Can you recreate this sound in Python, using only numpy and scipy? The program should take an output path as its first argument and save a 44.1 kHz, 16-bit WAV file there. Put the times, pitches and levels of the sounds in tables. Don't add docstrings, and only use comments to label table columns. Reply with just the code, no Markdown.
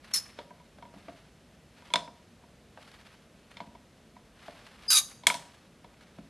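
import sys
import numpy as np
from scipy import signal
from scipy.fft import rfft, irfft, next_fast_len
from scipy.io import wavfile
from scipy.ndimage import uniform_filter1d

SR = 44100
rng = np.random.default_rng(int(sys.argv[2]) if len(sys.argv) > 2 else 0)


def wav_record(signal):
    frames = np.transpose(np.atleast_2d(signal))
    bounded = np.clip(frames, -1, 1)
    quanta = np.round(bounded * 32767).astype(np.int16)
    wavfile.write(sys.argv[1], SR, quanta)


N = 277697
TIME = np.arange(N) / SR
AGE = np.arange(SR // 2) / SR


def amp(db):
    return 10 ** (np.asarray(db) / 20)


def rms_one(x):
    return x / np.sqrt(np.mean(x ** 2) + 1e-20)


def dying(t60):
    return np.exp(-np.log(1000) * AGE / t60)


def ramp(start_s, length_s):
    return np.clip((TIME - start_s) / length_s, 0, 1)


def at_hz(points, hz):
    f, value = np.transpose(points)
    return np.interp(np.log(np.maximum(hz, 1)), np.log(f), value)


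def cut(x, hz, kind, order=2):
    edge = np.clip(hz, 10, SR / 2 - 500)
    return signal.sosfilt(signal.butter(order, edge, kind, fs=SR, output="sos"), x + 1e-18)


def coloured(x, spectrum):
    size = next_fast_len(len(x))
    gain = amp(at_hz(spectrum, np.fft.rfftfreq(size, 1 / SR)))
    shaped = irfft(rfft(x, size) * gain, size)
    return rms_one(shaped[:len(x)])


def drift(hz):
    knots = rng.standard_normal(int(N / SR * 2 * hz) + 2)
    return rms_one(np.interp(TIME * 2 * hz, np.arange(len(knots)), knots))


def add(track, s, sound):
    start = int(s * SR)
    track[start:start + len(sound)] += sound[:N - start]


# f/Hz, level/dB (per Hz)
AIR_COLOUR = [(15, -38.5), (25, -24.5), (48, -3), (114, -6), (214, -2.5), (300, -10.5), (325, -10.5),
              (400, -11.5), (609, -12), (791, -17.5), (950, -20.5), (1200, -20.5), (3080, -24),
              (11700, -35.5), (13000, -46)]


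def air_noise(level_db):
    return amp(level_db) * coloured(rng.standard_normal(N), AIR_COLOUR)


# f/Hz, t60/s
ROOM_DECAY = [(150, 0.47), (800, 0.42), (2200, 0.01), (5000, 0.5), (12000, 0.37)]
# f/Hz, level/dB
ROOM_LEVEL = [(150, 5.5), (800, 2), (2200, -5), (5000, -6.5), (12000, -6)]


def laboratory(x, wet_db, build_s):
    edges, tail = np.geomspace(80, 16000, 13), 0
    for low, high in zip(edges, edges[1:]):
        hz = np.sqrt(low * high)
        envelope = dying(at_hz(ROOM_DECAY, hz)) * (1 - np.exp(-(AGE / build_s) ** 2))
        band = cut(rng.standard_normal(len(AGE)), [low, high], "band")
        tail = tail + amp(at_hz(ROOM_LEVEL, hz)) * band * envelope / np.linalg.norm(envelope)
    return x + amp(wet_db) * signal.fftconvolve(x, tail)[:N]


def widen(x, side_db, above_hz):
    early = rng.standard_normal(len(AGE)) * dying(.012) * (AGE > .0005)
    scatter = cut(early, above_hz, "high", order=6)
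    side = amp(side_db) * signal.fftconvolve(x, scatter / np.linalg.norm(scatter))[:N]
    return np.array([x + side, x - side])


def slips(per_s, spread_db):
    happens = rng.random(N) < per_s / SR
    size = amp(spread_db * np.minimum(rng.exponential(1, N), 4))
    return happens * rng.choice([-1, 1], N) * size


# f/Hz, level/dB (per Hz)
RUB_SPECTRUM = [(300, -18), (600, -1), (1100, 2), (1900, 1.5), (3000, -1.5), (4500, -5), (7000, -16.5),
                (11000, -17), (13000, -28)]
# start t/s, length t/s, level/dB (before easing, catches and the overall trim)
RUB_STROKES = [(0.0, 0.52, -51), (0.888, .45, -59), (1.71, .4, -55.5), (2.726, .55, -56),
               (3.397, 0.36, -60), (4.361, .85, -52.5), (5.25, .42, -52.5), (5.918, 0.4, -63.5)]
# t/s, level/dB
SINGLE_CATCHES = [(2.876, -49.5), (2.915, -47), (3.066, -51), (4.508, -56), (4.665, -48), (4.834, -50),
                  (5.548, -56), (6.008, -52)]
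STROKE_SWELL_S, STROKE_EASE_DB, STROKE_RELEASE_S = 0.1, 6, 0.12
IDLE_RUB_DB = -67.5
CATCHES_PER_S, CATCH_DB, CATCH_T60_S = 32, 2, 0.031


def rubbing(trim_db, waver_db):
    travel = np.zeros(N)
    for s, length, db in RUB_STROKES:
        eased = amp(db - STROKE_EASE_DB * ramp(s, length))
        release = 1 - ramp(s + length - STROKE_RELEASE_S, STROKE_RELEASE_S)
        travel += eased * ramp(s, STROKE_SWELL_S) * release
    catch = dying(CATCH_T60_S) * (1 - np.exp(-AGE / .001))
    moments = (rng.random(N) < CATCHES_PER_S / SR) * rng.uniform(0.61, 1, N)
    small_catches = signal.fftconvolve(moments, catch)[:N]
    pressure = amp(IDLE_RUB_DB) + travel * (1 + amp(CATCH_DB) * small_catches)
    pressure *= amp(trim_db + waver_db * drift(35))
    for s, db in SINGLE_CATCHES:
        add(pressure, s, amp(db) * catch)
    return pressure * coloured(slips(per_s=5000, spread_db=1.5), RUB_SPECTRUM)


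def squeal(pitch_hz, jitter, flutter_db, octave_db):
    phase = 2 * np.pi * np.cumsum(pitch_hz * (1 + jitter * drift(900))) / SR
    wave = np.sin(phase) + amp(octave_db) * np.sin(2 * phase)
    return wave * np.sqrt(2) * amp(flutter_db * drift(200))


# f/Hz, bandwidth f/Hz, level/dB (mean, before hopping and the rasp's spectrum)
STEEL_RESONANCES = [(2410, 92, -6), (3930, 42, -2.5), (4600, 42, 2.5), (5100, 55, -3), (5960, 50, -1.5),
                    (6170, 71, -2), (6600, 40, 1.5), (8600, 40, -2.5), (10000, 110, 4.5), (10550, 53, 1),
                    (11100, 69, -1.5), (12930, 120, -1)]
# f/Hz, level/dB (per Hz)
RASP_SPECTRUM = [(150, -19.5), (600, -16.5), (900, -9.5), (1200, -2), (1900, -5.5), (2900, -1),
                 (4300, -4.5), (6300, 2), (8300, -0.5), (9300, -1), (10500, 1), (11500, 0), (13000, -7)]


def rasp(per_s, unevenness, grit_db, ring_db, hop_db):
    cycles = np.cumsum(per_s * np.exp(unevenness * drift(1500))) / SR
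    pulses = rms_one(cut(np.diff(np.floor(cycles), prepend=0), 300, "high"))
    force = pulses + amp(grit_db) * rng.standard_normal(N)
    rings = np.zeros(N)
    for hz, width, db in STEEL_RESONANCES:
        b, a = signal.iirpeak(hz, hz / width, fs=SR)
        rings += amp(db + hop_db * drift(25)) * signal.lfilter(b, a, force)
    unsteady = amp(1.3 * drift(170))
    return coloured((force + amp(ring_db) * rings) * unsteady, RASP_SPECTRUM)


# squeal starts t/s, contact breaks up t/s, lets go t/s, pitch f/Hz and slip rate f/Hz
# (both before the sag), squeal level/dB (before softening and fade), lower squeal level/dB at break-up,
# its growth/(dB/s), rasp level/dB at break-up, its growth/(dB/s)
STICK_SLIPS = [(0.132, .136, .179, 5377, 2200, -27, -32.5, -280, -26.5, -190),
               (4.879, 4.902, 4.986, 4925, 1650, -22.5, -31.5, 70, -21.5, -10)]
SQUEAL_ATTACK_S, RASP_ATTACK_S, RELEASE_DB_PER_S = .008, 0.0013, 649.5
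CLEAN_SQUEAL_DB, SQUEAL_FADE_DB_PER_S = -5.5, 90
CLEAN_RASP_DB = -27
PITCH_SAG, SLIP_SAG, SAG_S = .04, .33, .035


def screeches(lower_ratio, mixing_db):
    out = np.zeros(N)
    for (start, breaks, ends, pitch, per_s, squeal_db,
         lower_db, lower_growth, rasp_db, rasp_growth) in STICK_SLIPS:
        sliding = np.clip(TIME - breaks, 0, ends - breaks)
        slowed = 1 - np.exp(-sliding / SAG_S)
        broken = ramp(breaks, RASP_ATTACK_S)
        release = amp(-RELEASE_DB_PER_S * np.clip(TIME - ends, 0, 1))
        contact = ramp(start, SQUEAL_ATTACK_S) * release
        upper = amp(squeal_db + CLEAN_SQUEAL_DB * (1 - broken) - SQUEAL_FADE_DB_PER_S * sliding)
        lower = broken * amp(lower_db + lower_growth * sliding)
        rough = amp(rasp_db + rasp_growth * sliding + CLEAN_RASP_DB * (1 - broken))
        chaos = rough / (rough + upper + 1e-9)
        pitch_hz = pitch * (1 - PITCH_SAG * slowed)
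        high = squeal(pitch_hz, jitter=.06 * chaos, flutter_db=3.8 * chaos, octave_db=-18.5)
        low = squeal(pitch_hz * lower_ratio, jitter=.045 * chaos, flutter_db=5.1 * chaos, octave_db=-24.5)
        slip_rate = per_s * (1 - SLIP_SAG * slowed)
        scrape = rasp(slip_rate, unevenness=.1, grit_db=-0.5, ring_db=5.5, hop_db=4.0)
        sum_tone = amp(mixing_db) * cut(high * low, 3000, "high")
        out += contact * (upper * high + lower * low + rough * (scrape + sum_tone))
    return out


def unit_attack(x, size=176):
    return x / np.sqrt(uniform_filter1d(x ** 2, size).max())


def struck(modes, scatter_db, contact_s):
    hz, db, t60 = np.transpose(modes)[:, :, None]
    strength = amp(db + scatter_db * rng.standard_normal(hz.shape))
    phase = rng.uniform(0, 2 * np.pi, hz.shape)
    rings = np.sum(strength * dying(t60) * np.sin(2 * np.pi * hz * AGE + phase), axis=0)
    return unit_attack(rings * (1 - np.exp(-AGE / contact_s)))


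# f/Hz, level/dB (per Hz)
CRACK_SPECTRUM = [(300, -22.5), (700, -8), (1300, -6.5), (1850, -5), (2200, -1), (2700, -6), (3450, 2),
                  (4100, -4.5), (5200, -3.5), (6000, -5.5), (8100, -3.5), (10000, -4.5), (13000, -13.5)]


def crack(contact_s, t60, buzz_db, buzz_t60):
    decay = dying(t60) + amp(buzz_db) * dying(buzz_t60)
    build_up = 1 - np.exp(-(AGE / contact_s) ** 2)
    return unit_attack(coloured(rng.standard_normal(len(AGE)), CRACK_SPECTRUM) * decay * build_up)


# f/Hz, level/dB, t60/s
PIVOT_MODES = [(2176, -3, .03), (2290, -4, .018), (3260, 2.5, 0.014), (3600, -4, 0.017),
               (4100, -16.5, 0.063), (4180, -14, 0.072), (5230, -2.5, 0.0087)]


def pivot_click(contact_hz, ring_db):
    click = crack(contact_s=0.00094, t60=0.016, buzz_db=-11.5, buzz_t60=0.12)
    click += amp(ring_db) * struck(PIVOT_MODES, scatter_db=0.5, contact_s=0.00088)
    return cut(click, contact_hz, "low", order=3)


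# f/Hz, level/dB, t60/s
FRAME_MODES = [(285, -13.5, 0.05), (395, -9.5, 0.047), (523, -9.5, .04), (593, -3, 0.078),
               (650.5, 0, 0.056), (708, -3.5, 0.062), (773, -5.5, 0.035), (871, -7, 0.037),
               (1110, -11.5, 0.033), (1346, -10.5, 0.027), (1573, -11.5, 0.062)]


def thud(clatter_db):
    clatter = unit_attack(cut(rng.standard_normal(len(AGE)) * dying(.04), [330, 1500], "band"))
    return unit_attack(struck(FRAME_MODES, scatter_db=2, contact_s=0.0012) + amp(clatter_db) * clatter)


# f/Hz, level/dB, t60/s
BENCH_MODES = [(163.8, -1, 0.16), (188, -4.5, 0.085), (217, -1.5, 0.12), (272, -2, 0.12),
               (336.6, -7, 0.093)]
# t/s, frame level/dB, bench thump level/dB
LOAD_THUDS = [(.388, -38, -53.5), (.785, -49, -61), (.938, -51.5, -50.5), (.961, -54, -46.5),
              (1.083, -41, -48.5), (2.774, -43.5, -59.5), (3.672, -64, -50), (4.481, -39.5, -52.5),
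              (6.185, -46, -41)]
THUD_CLICK_DB = -21.5
# t/s, lever ring level/dB, click level/dB
LEVER_TAPS = [(.388, -45.5, -40), (.506, -48, -70), (.599, -55.5, -66), (.824, -45.5, -55),
              (.852, -50.5, -61), (1.821, -58, -59), (1.903, -47, -48.5), (2.076, -44, -66),
              (2.436, -56, -78), (3.569, -52.5, -40.5), (3.603, -38, -44.5), (3.750, -49.5, -57),
              (4.165, -51, -71), (5.235, -48, -47.5), (5.844, -49, -53)]
TAP_FRAME_DB, TAP_BENCH_DB = -3.5, -9


def knocks():
    out = np.zeros(N)
    for s, frame, bench in LOAD_THUDS:
        add(out, s, amp(frame) * thud(clatter_db=-3.5))
        add(out, s, amp(bench) * struck(BENCH_MODES, scatter_db=3.5, contact_s=0.0028))
        add(out, s, amp(frame + THUD_CLICK_DB) * pivot_click(contact_hz=4700, ring_db=-5.5))
    for s, lever, click in LEVER_TAPS:
        add(out, s, amp(lever + TAP_FRAME_DB) * thud(clatter_db=-2.0))
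        add(out, s, amp(lever + TAP_BENCH_DB) * struck(BENCH_MODES, scatter_db=2, contact_s=0.0027))
        add(out, s, amp(click) * pivot_click(contact_hz=4193, ring_db=-2))
    return out


# t/s, crack level/dB (before the contact low-pass), lever ring level/dB,
# frame level/dB (before its high-pass), rattle level/dB (relative to the crack), contact cutoff f/Hz,
# low ping level/dB, high ping f/Hz, high ping level/dB
STOP_CLANKS = [(1.9374, -16.5, -24, -29.5, -33, 5500, -32, 3460, -19),
               (1.9567, -18.5, -31, -28.5, -24, 4760, -28, 3554, -21.5),
               (5.2684, -12, -27, -30.5, -18.5, 12000, -17.5, 3330, -17),
               (5.3007, -20.5, -28, -32, -18.5, 2800, -25.5, 3270, -40),
               (5.3416, -32.5, -38.5, -38, -9, 8000, -37, 3320, -53)]


def clanks(bench_db, pivot_db):
    out = np.zeros(N)
    for s, snap, _, frame, rattle, contact_hz, *_ in STOP_CLANKS:
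        steel = crack(contact_s=.0007, t60=.012, buzz_db=rattle, buzz_t60=.19)
        steel += amp(pivot_db) * struck(PIVOT_MODES, scatter_db=-2.5, contact_s=.0005)
        add(out, s, amp(snap) * cut(steel, contact_hz, "low"))
        add(out, s, amp(frame + bench_db) * struck(BENCH_MODES, scatter_db=1.5, contact_s=0.0027))
        add(out, s, amp(frame) * cut(thud(clatter_db=-1), 560, "high", order=3))
    return out


# f/Hz, level/dB, t60/s
LEVER_MODES = [(964, 0, .055), (1000, -6, .045), (925, -9, .04)]
TAP_PING_DB = -14


def lever_rings(low_ping_hz, ping_t60):
    out = np.zeros(N)
    for s, lever, _ in LEVER_TAPS:
        add(out, s, amp(lever) * struck(LEVER_MODES, scatter_db=0.5, contact_s=0.0046))
        ping = struck([(low_ping_hz, 0, ping_t60)], scatter_db=0, contact_s=0.002)
        add(out, s, amp(lever + TAP_PING_DB) * ping)
    for s, _, lever, _, _, _, low_ping, ping_hz, high_ping in STOP_CLANKS:
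        add(out, s, amp(lever) * struck(LEVER_MODES, scatter_db=2.5, contact_s=0.0055))
        for hz, db in (low_ping_hz, low_ping), (ping_hz, high_ping):
            add(out, s, amp(db) * struck([(hz, 0, ping_t60)], scatter_db=0, contact_s=0.00089))
    return out


def scene():
    air = air_noise(level_db=-58)
    rub = rubbing(trim_db=-6.0, waver_db=3.0)
    friction = laboratory(screeches(lower_ratio=.805, mixing_db=-11.5), wet_db=-12.5, build_s=0.012)
    blows = knocks() + clanks(bench_db=-13.0, pivot_db=-9.5)
    impacts = laboratory(blows, wet_db=-9.0, build_s=0.008)
    rings = laboratory(lever_rings(low_ping_hz=2202, ping_t60=0.016), wet_db=-12, build_s=0.0063)
    return widen(impacts + rings + friction + rub + air, side_db=-11, above_hz=5230)


CEILING, CUTOFF_HZ = .93, 13200


def record(dry):
    rounded = dry / (1 + (dry / CEILING) ** 8) ** (1 / 8)
    return signal.sosfilt(signal.ellip(10, .2, 80, CUTOFF_HZ, fs=SR, output="sos"), rounded)


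dry = scene()
out = record(dry)
wav_record(out)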